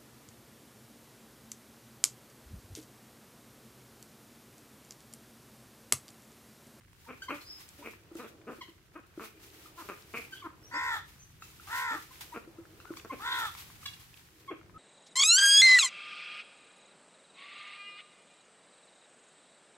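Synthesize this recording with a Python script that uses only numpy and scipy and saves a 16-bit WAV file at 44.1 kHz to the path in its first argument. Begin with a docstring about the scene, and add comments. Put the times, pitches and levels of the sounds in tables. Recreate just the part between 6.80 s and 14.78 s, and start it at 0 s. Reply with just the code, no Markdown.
"""Ducks quack and peep in a dusty walled farmyard heard by a phone; hens cluck, a crow caws three times, sparrows chirp.
Voices are source and filter: pulses or overtones excite beak and throat resonances; whistles are gliding sines.
Swells of hiss are mostly scuffed dust, one a caw's breathy end; grain patters as short bursts, a hollow trough rings.
Mud walls answer with short echoes and a scattered tail; a far flock murmurs in noise bands over a low engine drone."""
import sys
import numpy as np
from scipy import signal
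from scipy.fft import rfft, irfft
from scipy.io import wavfile
from scipy.ndimage import uniform_filter1d

SR = 44100
rng = np.random.default_rng(int(sys.argv[2]) if len(sys.argv) > 2 else 0)


def bounce(signal):
    """Save signal as a 16-bit WAV file at the path given by the first command-line argument."""
    frames = np.transpose(np.atleast_2d(signal))
    limited = np.clip(frames, -1, 1)
    pcm = np.round(limited * 32767).astype(np.int16)
    wavfile.write(sys.argv[1], SR, pcm)


N = 351918
T = np.arange(N) / SR


def undb(db):
    """Level law: 20 dB is a factor of ten in amplitude."""
    return 10 ** (np.asarray(db) / 20)


def unit(x):
    """Normalisation to an RMS amplitude of 1."""
    return x / np.sqrt(np.mean(x ** 2))


def resonate(x, hz, width_hz):
    """Simple resonance: a band-pass with gain 1 at its centre."""
    return signal.lfilter(*signal.iirpeak(hz, hz / width_hz, SR), x)


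def resonate_twice(x, hz, width_hz):
    """Cascaded resonance: two equal band-passes in series steepen the skirts."""
    return resonate(resonate(x, hz, width_hz), hz, width_hz)


def walk(rate_hz, size=N):
    """Slow random modulation: random levels, rate_hz a second, joined by slopes; spread near 1."""
    k = max(int(SR / rate_hz), 1)
    steps = np.repeat(rng.standard_normal(size // k + 1), k)
    return 1.2 * uniform_filter1d(steps, k)[:size]


def coloured(points):
    """Spectral shaping: white noise weighted by (Hz, dB) points, interpolated over log frequency."""
    hz, db = np.transpose(points)
    bins = np.arange(N // 2 + 1) * SR / N + 1  # the 1 Hz offset keeps the logarithm finite
    weights = undb(np.interp(np.log(bins), np.log(hz), db))
    return irfft(rfft(rng.standard_normal(N)) * weights, N)


def add(out, at, x):
    """Superposition: a sound is summed in from sample at, cut at the end of the scene."""
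    out[at:at + len(x)] += x[:N - at]


def place(x, pan_db, lead_samples):
    """Two-port localisation by level and arrival time: the left port hears it lead_samples early."""
    left = np.roll(x, -int(round(lead_samples))) * undb(pan_db / 2)
    return np.array([left, x * undb(-pan_db / 2)])


def call(s, length, rise_s, end_db, edge_s=0.0033):
    """Call envelope: first sample, progress 0-1 and gain, drifting by the cube of progress to end_db."""
    t = T[:int(length * SR)]
    progress = t / length
    swell = np.clip(t / np.clip(rise_s, .002, length), 0, 1)
    edge = np.clip((length - t) / edge_s, 0, 1)
    return int(s * SR), progress, swell * edge * undb(end_db * progress ** 3)


# duck quacks: start t/s, length t/s, swell t/s, pitch f/Hz, sag (share of pitch), chest level/dB,
# throat level/dB over chest, bill level/dB over chest (throat and bill at mid-quack)
QUACKS = [(.272, 0.083, 0.023, 264.5, 0.093, -49.5, -1.5, -4),
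          (0.488, 0.076, 0.013, 290.2, 0.028, -42.5, -3, -4.5),
          (.982, 0.052, 0.019, 309, .1, -52.5, -16, -18), (1.022, .076, 0.033, 224.5, 0.04, -45, -3, -5),
          (1.38, 0.098, 0.021, 215.8, -0.17, -43.5, -5.5, -12),
          (1.665, 0.09, 0.024, 220.2, -0.17, -44, -6, -14),
          (2.139, 0.073, 0.029, 301, .04, -51.5, -2.5, -15),
          (2.391, 0.086, 0.019, 211.8, -0.094, -46, -2, -5.5),
          (3.044, 0.03, .005, 197, -0.0091, -53.5, -2, -18),
          (3.083, 0.067, 0.0088, 204.8, 0.07, -44.5, -2.5, -4.5),
          (3.334, .08, 0.0088, 219.5, -0.16, -46, -1.5, 0.3),
          (3.924, 0.066, 0.016, 290.4, -0.128, -46.5, -5, -13),
          (5.105, .07, 0.011, 290.6, -.12, -43.5, -3, -15),
          (5.535, 0.056, 0.013, 290.3, 0.18, -44, -0.5, -8.5),
          (6.243, .03, .004, 219.4, -0.039, -52, -0.5, -16),
          (6.313, .042, 0.0069, 309.6, 0.245, -44, -2.5, -5.5),
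          (7.7, .047, 0.011, 400, 0.41, -41.5, -6, -13.5)]
# resonances of chest, throat and bill: f/Hz, width f/Hz
QUACK_TRACT = [(350, 320), (1200, 480), (2330, 550)]


def ducks(end_db=-9.5, closing_db=-6, top_hz=2800):
    """Source-filter principle: uneven pulses and breath ring chest, throat and bill; the bill closes."""
    out = np.zeros(N)
    for s, length, swell_s, hz, sag, db, throat_db, bill_db in QUACKS:
        at, u, gain = call(s, length, swell_s, end_db, edge_s=0.013)
        n = len(u)
        pitch = hz * (1 - sag * u + .04 * walk(40, n) + .07 * walk(220, n))
        phase = 2 * np.pi * np.cumsum(pitch) / SR
        pulses = unit(sum(np.cos(k * phase) for k in range(1, 18)))
        pulses = pulses * undb(3 * walk(247.5, n))
        breath = .55 * (1 + np.cos(phase)) * rng.standard_normal(n)  # a puff with each pulse
        closing = closing_db * (u - .5)
        levels_db = (0, throat_db + closing, bill_db + closing)
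        for (f, width), over_db in zip(QUACK_TRACT, levels_db):
            part = unit(resonate_twice(pulses + breath, f, width))
            add(out, at, part * undb(db + over_db + 2.83 * walk(60.5, n)) * gain)
    return signal.sosfilt(signal.butter(6, top_hz, fs=SR, output="sos"), out)


# short peeps: swell begins t/s, level/dB of the lowest partial, pitch f/Hz, swell t/s, fade t/s,
# level/dB step per overtone, beak lift level/dB, glide (share of pitch over swell and fade)
PEEPS = [(.257, -50, 916, 0.017, 0.014, -19, 0, 0), (.419, -38, 1556, 0.003, 0.023, -4.5, -4, -0.023),
         (.481, -33.5, 1065, 0.0077, 0.0094, -6.5, 0, -0.024),
         (1.023, -44, 963, 0.0056, 0.0094, -17, 0, -0.0034),
         (1.808, -41.5, 1125, 0.0077, 0.023, -4, 4.5, -0.24),
         (2.857, -45.5, 1310, 0.003, 0.0088, -16, 0, -0.14),
         (3.519, -38, 1576, 0.02, 0.003, -6, -1, -0.037),
         (3.617, -41.5, 1220, 0.012, 0.0094, -10.5, 0, -0.18),
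         (4.621, -46, 1263, 0.0036, 0.013, -3.5, 0, 0.12),
         (4.797, -44, 1360, 0.0024, 0.0051, -17, 0, 0.0075),
         (5.305, -50.5, 1044, 0.0095, .015, -16, 0, -0.0054),
         (5.52, -40.5, 955, 0.011, 0.02, -16, 0, -0.01), (6.001, -43, 1340, 0.0014, 0.0027, -5, -1, -0.028),
         (6.169, -40, 1215, 0.0035, 0.0025, -1.5, -4, -0.094),
         (6.295, -31.5, 1096, 0.017, 0.0053, -12, 0, -0.04),
         (6.75, -39.5, 1160, 0.0013, 0.0026, -4.5, 0, -0.11),
         (7.028, -45.5, 1180, 0.0041, 0.0049, -18, -3, 0.087),
         (7.055, -42, 563, 0.0067, 0.011, -1, 9.5, 0.021),
         (7.676, -36, 1109, 0.017, 0.018, -12.5, 11, -0.068)]


def peeps(tremble=.012, low_hz=800, beak_hz=3600, beak_width_hz=1100):
    """Additive harmonics: a squeezed voice swells and dies; the beak alters partials near its resonance."""
    out = np.zeros(N)
    for s, db, hz, swell, fade, step_db, beak_db, glide in PEEPS:
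        t = T[:int((swell + 2 * fade) * SR)]
        pitch = hz * (1 + glide * t / (swell + fade) + tremble * walk(357, len(t)))
        phase = 2 * np.pi * np.cumsum(pitch) / SR
        k = np.arange(int(np.ceil(low_hz / hz)), 9000 // hz + 1)[:, None]  # partials above low_hz
        beak = np.exp(-((k * hz - beak_hz) / beak_width_hz) ** 2)
        gain_db = step_db * (k - k[0]) + beak_db * beak
        stack = np.sum(undb(gain_db) * np.sin(k * phase + k * k), axis=0)  # k * k scatters the phases
        shape = np.where(t < swell, t / swell, np.exp(-(2 * (t - swell) / fade) ** 2))
        add(out, int(s * SR), undb(db) * stack * shape)
    return out


# hen clucks: start t/s, length t/s, highest mean pitch f/Hz, fundamental level/dB,
# open-beak level/dB over the fundamental at the start
CLUCKS = [(2.97, 0.061, 343, -56, 14), (3.636, 0.04, 347.4, -46.5, 10)]


def hens(jitter=.03, rise_s=.023, end_db=4, sag=.11, closing_db=-10.5):
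    """Formant principle: a steadier fundamental plus overtones lifted by a beak that closes."""
    out = np.zeros(N)
    for s, length, hz, db, beak_db in CLUCKS:
        at, u, gain = call(s, length, rise_s, end_db)
        arc = 1 - sag * (2 * u - .7) ** 2
        phase = 2 * np.pi * np.cumsum(hz * (arc + jitter * walk(370, len(u)))) / SR
        overtones = sum(np.cos(k * phase) for k in range(2, 9))
        beak = unit(resonate_twice(overtones, 1110, 430))
        voice = np.sqrt(2) * np.cos(phase) + undb(beak_db + closing_db * u) * beak
        add(out, at, voice * undb(db) * gain)
    return out


# caws: start t/s, end t/s, swell t/s, scoop up to pitch f/Hz, 2nd harmonic level/dB before the throat,
# 3rd (at 490 Hz pitch) and 4th harmonic level/dB over the 2nd, mid-caw beak ring level/dB over the nominal 2nd
CAWS = [(3.909, 4.207, 0.038, 5, -40.5, -3, 0, -13.5), (4.869, 5.185, .07, 100, -41, -1, -1, -14),
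        (6.396, 6.694, 0.068, 100, -41, .5, -4, -3.5)]
# other harmonics of the source: f/Hz, level/dB over the 2nd harmonic
CAW_UPPER = [(500, -17.5), (2500, -10.5), (3000, -48), (4200, -26), (4900, -12), (6000, -20.5),
             (7800, -13.5), (9000, -72)]
# pitch arc of every caw, before the scoop: t/s relative to its end, f/Hz
CAW_ARC = [(-.32, 476), (-.22, 489), (-.17, 495), (-.13, 488), (-.08, 458), (-.035, 435), (0, 373)]
# throat resonances: f/Hz, width f/Hz
CAW_THROAT = [(1070, 145), (1400, 500), (1830, 290)]


def crow(swing_rad=0.52, throb=0.16, skew_rad=0.59, rasp=0.18, air_db=-24, calm_hz=400, ring_hz=3550,
         flutter_hz=73, scoop_s=.07, fade_s=.048, edge_db=-18.5, third_db_per_hz=.071, ring_swell_db=6):
    """Joint FM and AM: a second membrane flutters pitch and strength, giving every harmonic sidebands."""
    out = np.zeros(N)
    upper_hz, upper_db = np.transpose(CAW_UPPER)
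    for s, end, swell_s, scoop_hz, db, third_db, fourth_db, ring_db in CAWS:
        at, u, gain = call(s, end - s, 0.0042, 0)
        n = len(u)
        t = T[at:at + n]
        scoop = scoop_hz * np.clip(1 - (t - s) / scoop_s, 0, 1)
        hz = np.interp(t - end, *np.transpose(CAW_ARC)) - scoop
        edge = np.maximum(1 - (t - s) / swell_s, 1 - (end - t) / fade_s)
        level_db = db + edge_db * np.clip(edge, 0, 1)
        third_db = third_db + third_db_per_hz * (490 - hz)  # gains as the pitch sinks

        hz = uniform_filter1d(hz, SR // 50) * (1 + .003 * walk(150, n))
        depth = np.clip((hz - calm_hz) / (490 - calm_hz), .35, 1)  # flutter calms as the pitch sinks
        flutter = 2 * np.pi * flutter_hz * t
        bent = 2 * np.pi * np.cumsum(hz) / SR + swing_rad * depth * np.sin(flutter)

        own_db = {2: 0, 3: third_db, 4: fourth_db}
        source = 0
        for k in range(1, 19):
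            harmonic_db = own_db[k] if k in own_db else np.interp(k * hz, upper_hz, upper_db)
            source = source + undb(harmonic_db) * np.cos(k * bent + k * k)
        voice = 0.44 * source + sum(resonate(source, f, width) for f, width in CAW_THROAT)

        air = unit(resonate(rng.standard_normal(n), 5400, 5500))
        beak_drive = sum(np.cos(k * bent) for k in range(6, 11)) + 0.9 * air
        ring = unit(resonate_twice(beak_drive, ring_hz, 500))
        ring = ring * undb(ring_db + ring_swell_db * (u - .5) + 3.9 * walk(42, n))
        rough = 1 + rasp / depth * walk(500, n)
        voice = (voice + ring) * rough + undb(air_db) * air
        throbbing = 1 + throb * depth * np.cos(flutter + skew_rad)
        add(out, at, 1.195 * voice * throbbing * undb(level_db) * gain)
    return out


# whistles of small birds: start t/s, length t/s, swell t/s, from f/Hz, to f/Hz,
# arch above the straight glide at its middle f/Hz, level/dB
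WHISTLES = [(.6, .05, .02, 4100, 4500, 5, -61), (.645, .15, 0.018, 4850, 5200, 148, -54),
            (3.83, 0.055, 0.009, 5100, 5980, 200, -62), (3.9, .075, 0.054, 4250, 5150, 52, -49),
            (4.385, 0.068, .01, 6280, 6000, 29, -59.5), (4.595, 0.069, 0.024, 6300, 6900, 150, -60),
            (6.045, .085, 0.0061, 1180, 950, 401, -55), (7.94, 0.041, 0.029, 1240, 1340, -28, -49),
            (2.53, 0.079, 0.028, 2380, 2400, 6, -69), (1.4, 0.065, .01, 4100, 3200, 5, -63)]


def whistles(wobble=.02, end_db=-6):
    """Frequency modulation: near sines glide in an arch between pitches, trembling and breaking up."""
    out = np.zeros(N)
    for s, length, swell_s, from_hz, to_hz, arch_hz, db in WHISTLES:
        at, u, gain = call(s, length, swell_s, end_db)
        hz = from_hz + (to_hz - from_hz) * u + 4 * arch_hz * u * (1 - u)
        phase = 2 * np.pi * np.cumsum(hz * (1 + wobble * walk(300, len(u)))) / SR
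        level = undb(db + 4.5 * walk(90, len(u)))
        add(out, at, np.sqrt(2) * np.sin(phase) * level * gain)
    return out


# hoarse chatter of a small bird: start t/s, length t/s, level/dB
CHATTER = [(0.541, 0.032, -53.5), (3.524, 0.098, -50)]


def chatter(hz=3200, width_hz=600, end_db=-29):
    """Filtered turbulence: breath through a narrow beak, chopped unevenly."""
    out = np.zeros(N)
    for s, length, db in CHATTER:
        at, u, gain = call(s, length, .008, end_db)
        air = resonate_twice(rng.standard_normal(len(u)), hz, width_hz)
        chopped = unit(air * undb(11.6 * walk(98, len(u))))
        add(out, at, chopped * undb(db) * gain)
    return out


# hollow knocks: t/s, level/dB before the mode gains, 60 dB decay of the lowest mode t/s
KNOCKS = [(1.314, -47.5, 0.073), (1.353, -40.5, 0.071), (1.785, -50, .05), (1.885, -49, 0.048),
          (2.376, -37, 0.042), (5.673, -50.5, 0.094), (5.784, -46.5, 0.12), (6.105, -35.5, 0.049)]
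# modes of the hollow trough: f/Hz, level/dB
HOLLOW = [(335, 8.5), (520, -2), (1300, -1.5)]


def knocks():
    """Modal decay: a soft blow rings a hollow trough, its higher modes dying sooner."""
    out, t = np.zeros(N), T[:SR // 5]
    lowest_hz = HOLLOW[0][0]
    for s, db, t60 in KNOCKS:
        ring = 0
        for f, mode_db in HOLLOW:
            decay_db = -60 * t * f / lowest_hz / np.clip(t60, .02, .12)
            ring = ring + undb(mode_db + decay_db) * np.sin(2 * np.pi * f * t)
        add(out, int(s * SR), undb(db) * ring * np.minimum(t / 0.0025, 1))
    return out


# grain and pebbles landing: t/s, peak level/dB before panning, centre f/Hz, left minus right level/dB
TICKS = [(0.616, -45, 4640, 6), (0.796, -44, 5150, 1.1), (0.8894, -40, 6840, 4), (1.1347, -47, 1170, 9),
         (1.3533, -44, 6400, 0.6), (1.7005, -43, 1140, 6), (2.7018, -49, 3950, 5), (3.2226, -47, 4490, 0.6),
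         (4.6225, -40, 1280, 0.6), (5.357, -44, 2000, 7), (5.853, -47.5, 1400, 7), (5.4525, -50, 2980, 2.1),
         (5.5757, -39, 1250, 10), (6.054, -40.5, 1290, 12), (6.138, -40, 1300, 9), (6.1976, -40.5, 2080, 7),
         (6.396, -42, 1140, 1.1), (6.9, -46.5, 1300, 1.1), (7.215, -50, 3430, -1), (7.3413, -44, 2670, -7),
         (7.3738, -44, 3170, 0.6), (7.813, -48.5, 1300, 7), (7.8962, -47.5, 1170, 9)]


def ticks():
    """Impulsive excitation: dry clicks, each a short noise burst ringing round a centre."""
    out, t = np.zeros((2, N)), T[:SR // 30]
    for s, db, hz, pan_db in TICKS:
        burst = rng.standard_normal(len(t)) * undb(-60 * t / .012)
        click = resonate_twice(burst, hz, .6 * hz)
        click = click / np.abs(click).max()
        for side, sign in zip(out, (1, -1)):
            add(side, int(s * SR), click * undb(db + sign * pan_db / 2))
    return out


# hiss swells, mostly dust scuffed underfoot, and at 4.16 s the breathy end of a caw:
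# loudest at t/s, level/dB, rise t/s, fall t/s (both over 20 dB)
HISS_SWELLS = [(.22, -65.5, 0.2, 0.64), (.44, -55, 0.034, 0.058), (.51, -59.5, 0.085, 0.66),
               (.8, -55.5, .08, 0.23), (1.07, -58, 0.34, 0.18), (1.4, -58, 0.13, 0.19),
               (1.73, -62, 0.11, 0.4), (2.45, -47.5, 0.08, 0.085), (2.64, -57.5, .07, 0.2),
               (2.87, -55.5, 0.42, 0.12), (3.0, -54, 0.1, 0.47), (3.38, -52, 0.11, 0.14),
               (3.56, -58.5, 0.094, 0.13), (4.16, -54, 0.38, 0.091), (4.27, -62.5, 0.13, 0.73),
               (4.62, -59.5, 0.022, 1.5), (4.98, -44, 0.15, 0.15), (5.16, -52.5, 0.25, 0.27),
               (5.33, -54.5, 0.046, 0.32), (5.55, -57.5, 0.26, 0.19), (5.93, -65.5, 0.35, 1.6),
               (6.18, -58, 0.16, 0.13), (6.6, -46, .35, 0.23), (6.8, -51.5, 0.11, .29),
               (7.02, -55, 0.046, 0.67), (7.4, -61.5, .5, 0.17), (7.6, -64, 0.14, 0.17)]
# relative spectrum of the hiss: f/Hz, level/dB per Hz
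HISS_COLOUR = [(410, -24), (700, -11), (738, -1), (1750, -1), (1890, 0.5), (2400, 1), (9730, -6),
               (14000, -3.5), (16000, -9.5)]


def hiss(grains_per_s=60, grain_db=4, grit=0.65, like=0.22, bed_db=-76.5, grain_fade_s=.025):
    """Noise swells summed by power, mostly scuffed dust; unequal grains roughen them in jumps and fades."""
    power = undb(bed_db) ** 2  # the herd never quite stands still
    for s, db, rise, fall in HISS_SWELLS:
        drop_db = 20 * np.where(T < s, (s - T) / rise, (T - s) / fall)
        power = power + undb(db - drop_db) ** 2
    grains = (rng.random(N) < grains_per_s / SR) * undb(grain_db * rng.exponential(size=N))
    crumbling = unit(signal.lfilter([1], [1, -np.exp(-1 / (grain_fade_s * SR))], grains))
    shared = coloured(HISS_COLOUR)
    sides = np.array([like * shared + coloured(HISS_COLOUR) for _ in range(2)])
    return unit(sides) * (1 + grit * crumbling) * np.sqrt(power)


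def patter(per_s=60, db=-72, spread_db=1.0, hz=1500):
    """Random point process: bills peck and grain lands all over the yard as faint dull taps."""
    taps = (rng.random((2, N)) < per_s / SR) * undb(spread_db * rng.exponential(size=(2, N)))
    bursts = signal.lfilter([1], [1, -.985], taps) * rng.standard_normal((2, N))
    left, right = resonate_twice(bursts, hz, 1900)
    return unit(np.array([left + 0.22 * right, right + 0.24 * left])) * undb(db)


def crackle(per_s=25, db=-81, spread_db=4, low_hz=6000):
    """Sparse random impulses, high-passed: dry grit snaps under hooves as faint bright ticks."""
    sizes = undb(spread_db * np.minimum(rng.exponential(size=N), 3))
    taps = (rng.random(N) < per_s / SR) * sizes
    snaps = signal.lfilter([1], [1, -.985], taps) * rng.standard_normal((2, N))
    return unit(signal.lfilter(*signal.butter(2, low_hz, "high", fs=SR), snaps)) * undb(db)


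# slaps off the walls, before the bass loss: t/s, level/dB
ECHOES = [(0.023, -11), (0.077, -13)]


def walls(x, tail_db=-4.5, t60_s=.32, low_hz=1500):
    """Reflection and diffusion: wall slaps and a scattered tail on each side; the open sky swallows bass."""
    t = T[:SR // 2]
    out = []
    for side in range(2):
        tail = resonate(rng.standard_normal(len(t)), 1230, 6700)
        tail = tail * undb(-60 * t / t60_s) * np.minimum(t / 0.0049, 1)
        tail = tail / np.sqrt(np.sum(tail ** 2)) * undb(tail_db)
        for s, db in ECHOES:
            tail[int((s + .0007 * side) * SR)] += undb(db)  # the right side hears it 0.7 ms later
        thin = signal.lfilter(*signal.butter(2, low_hz, "high", fs=SR), tail)
        out.append(signal.fftconvolve(x, .45 * tail + .55 * thin)[:N])
    return np.array(out)


# noise spectrum before the band split: f/Hz, relative level/dB per Hz
YARD = [(88, -26), (150, -1), (226, -10.5), (315, 5), (759, -11), (1290, -11.5), (6260, -24), (9440, -26),
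        (12700, -34), (16000, -51)]
# swelling of the far flock: t/s, level/dB (only the departure from the mean counts)
MURMUR = [(0, -75.5), (.31, -71.5), (.5, -59), (.8, -68), (1.69, -63), (2.02, -71.5), (3.15, -63.5),
          (4.18, -67), (4.45, -72), (5.8, -63), (6.4, -61), (7.3, -74.5), (7.98, -62.5)]


def yard(db=-63, swell_db=2.5):
    """Band noise and coherence: a far flock murmurs in octaves; bass alike on both sides, treble not."""
    out = 0
    murmur_db = np.interp(T, *np.transpose(MURMUR))
    murmur_db = murmur_db - murmur_db.mean()
    for hz in 180 * 2. ** np.arange(7):
        mid, side = (resonate_twice(coloured(YARD), hz, hz) for _ in range(2))
        band = mid + min(hz / 1500, 1) * side * np.array([[1], [-1]])
        out = out + band * undb(swell_db * walk(4.8) + murmur_db * min(700 / hz, 1))
    return unit(out) * undb(db)


# far engine drone: t/s, level/dB before the sides are blended
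RUMBLE = [(0, -63), (2.15, -65), (3.2, -63), (4.6, -60), (5.3, -62.5), (6.5, -61), (7.05, -58), (7.6, -67),
          (8, -57)]


def engine():
    """Narrow-band noise: a far engine drones low, its two sides blended from two independent noises."""
    first, second = (unit(resonate(resonate(rng.standard_normal(N), 106, 88), 59, 94)) for _ in range(2))
    drone = np.array([first + 0.36 * second, first - 0.26 * second])
    return drone * undb(np.interp(T, *np.transpose(RUMBLE)))


def scene(caw_echo_db=-3):
    """Superposition of direct sound, wall reflections and background."""
    caws = crow()
    # (sound, left minus right dB, samples the left side leads)
    sources = [(ducks(), 1.5, 2.4), (peeps(), 1.2, 4.1), (hens(), 1.2, 3.4), (caws, .6, 6.1),
               (whistles(), .3, 3.1), (chatter(), -.8, 3.2), (knocks(), .8, 1.4)]
    direct = sum(place(*source) for source in sources)
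    # the crow sits high, clear of the walls, so it echoes less
    to_walls = sum(source[0] for source in sources) - (1 - undb(caw_echo_db)) * caws
    unechoed = ticks() + hiss() + patter() + crackle()
    return direct + walls(to_walls) + unechoed + yard() + engine()


def record(dry):
    """Band limiting: the phone cuts the top steeply above 15750 Hz."""
    return signal.sosfilt(signal.ellip(10, .2, 70, 15750, fs=SR, output="sos"), dry)


dry = scene()
out = record(dry)
bounce(out)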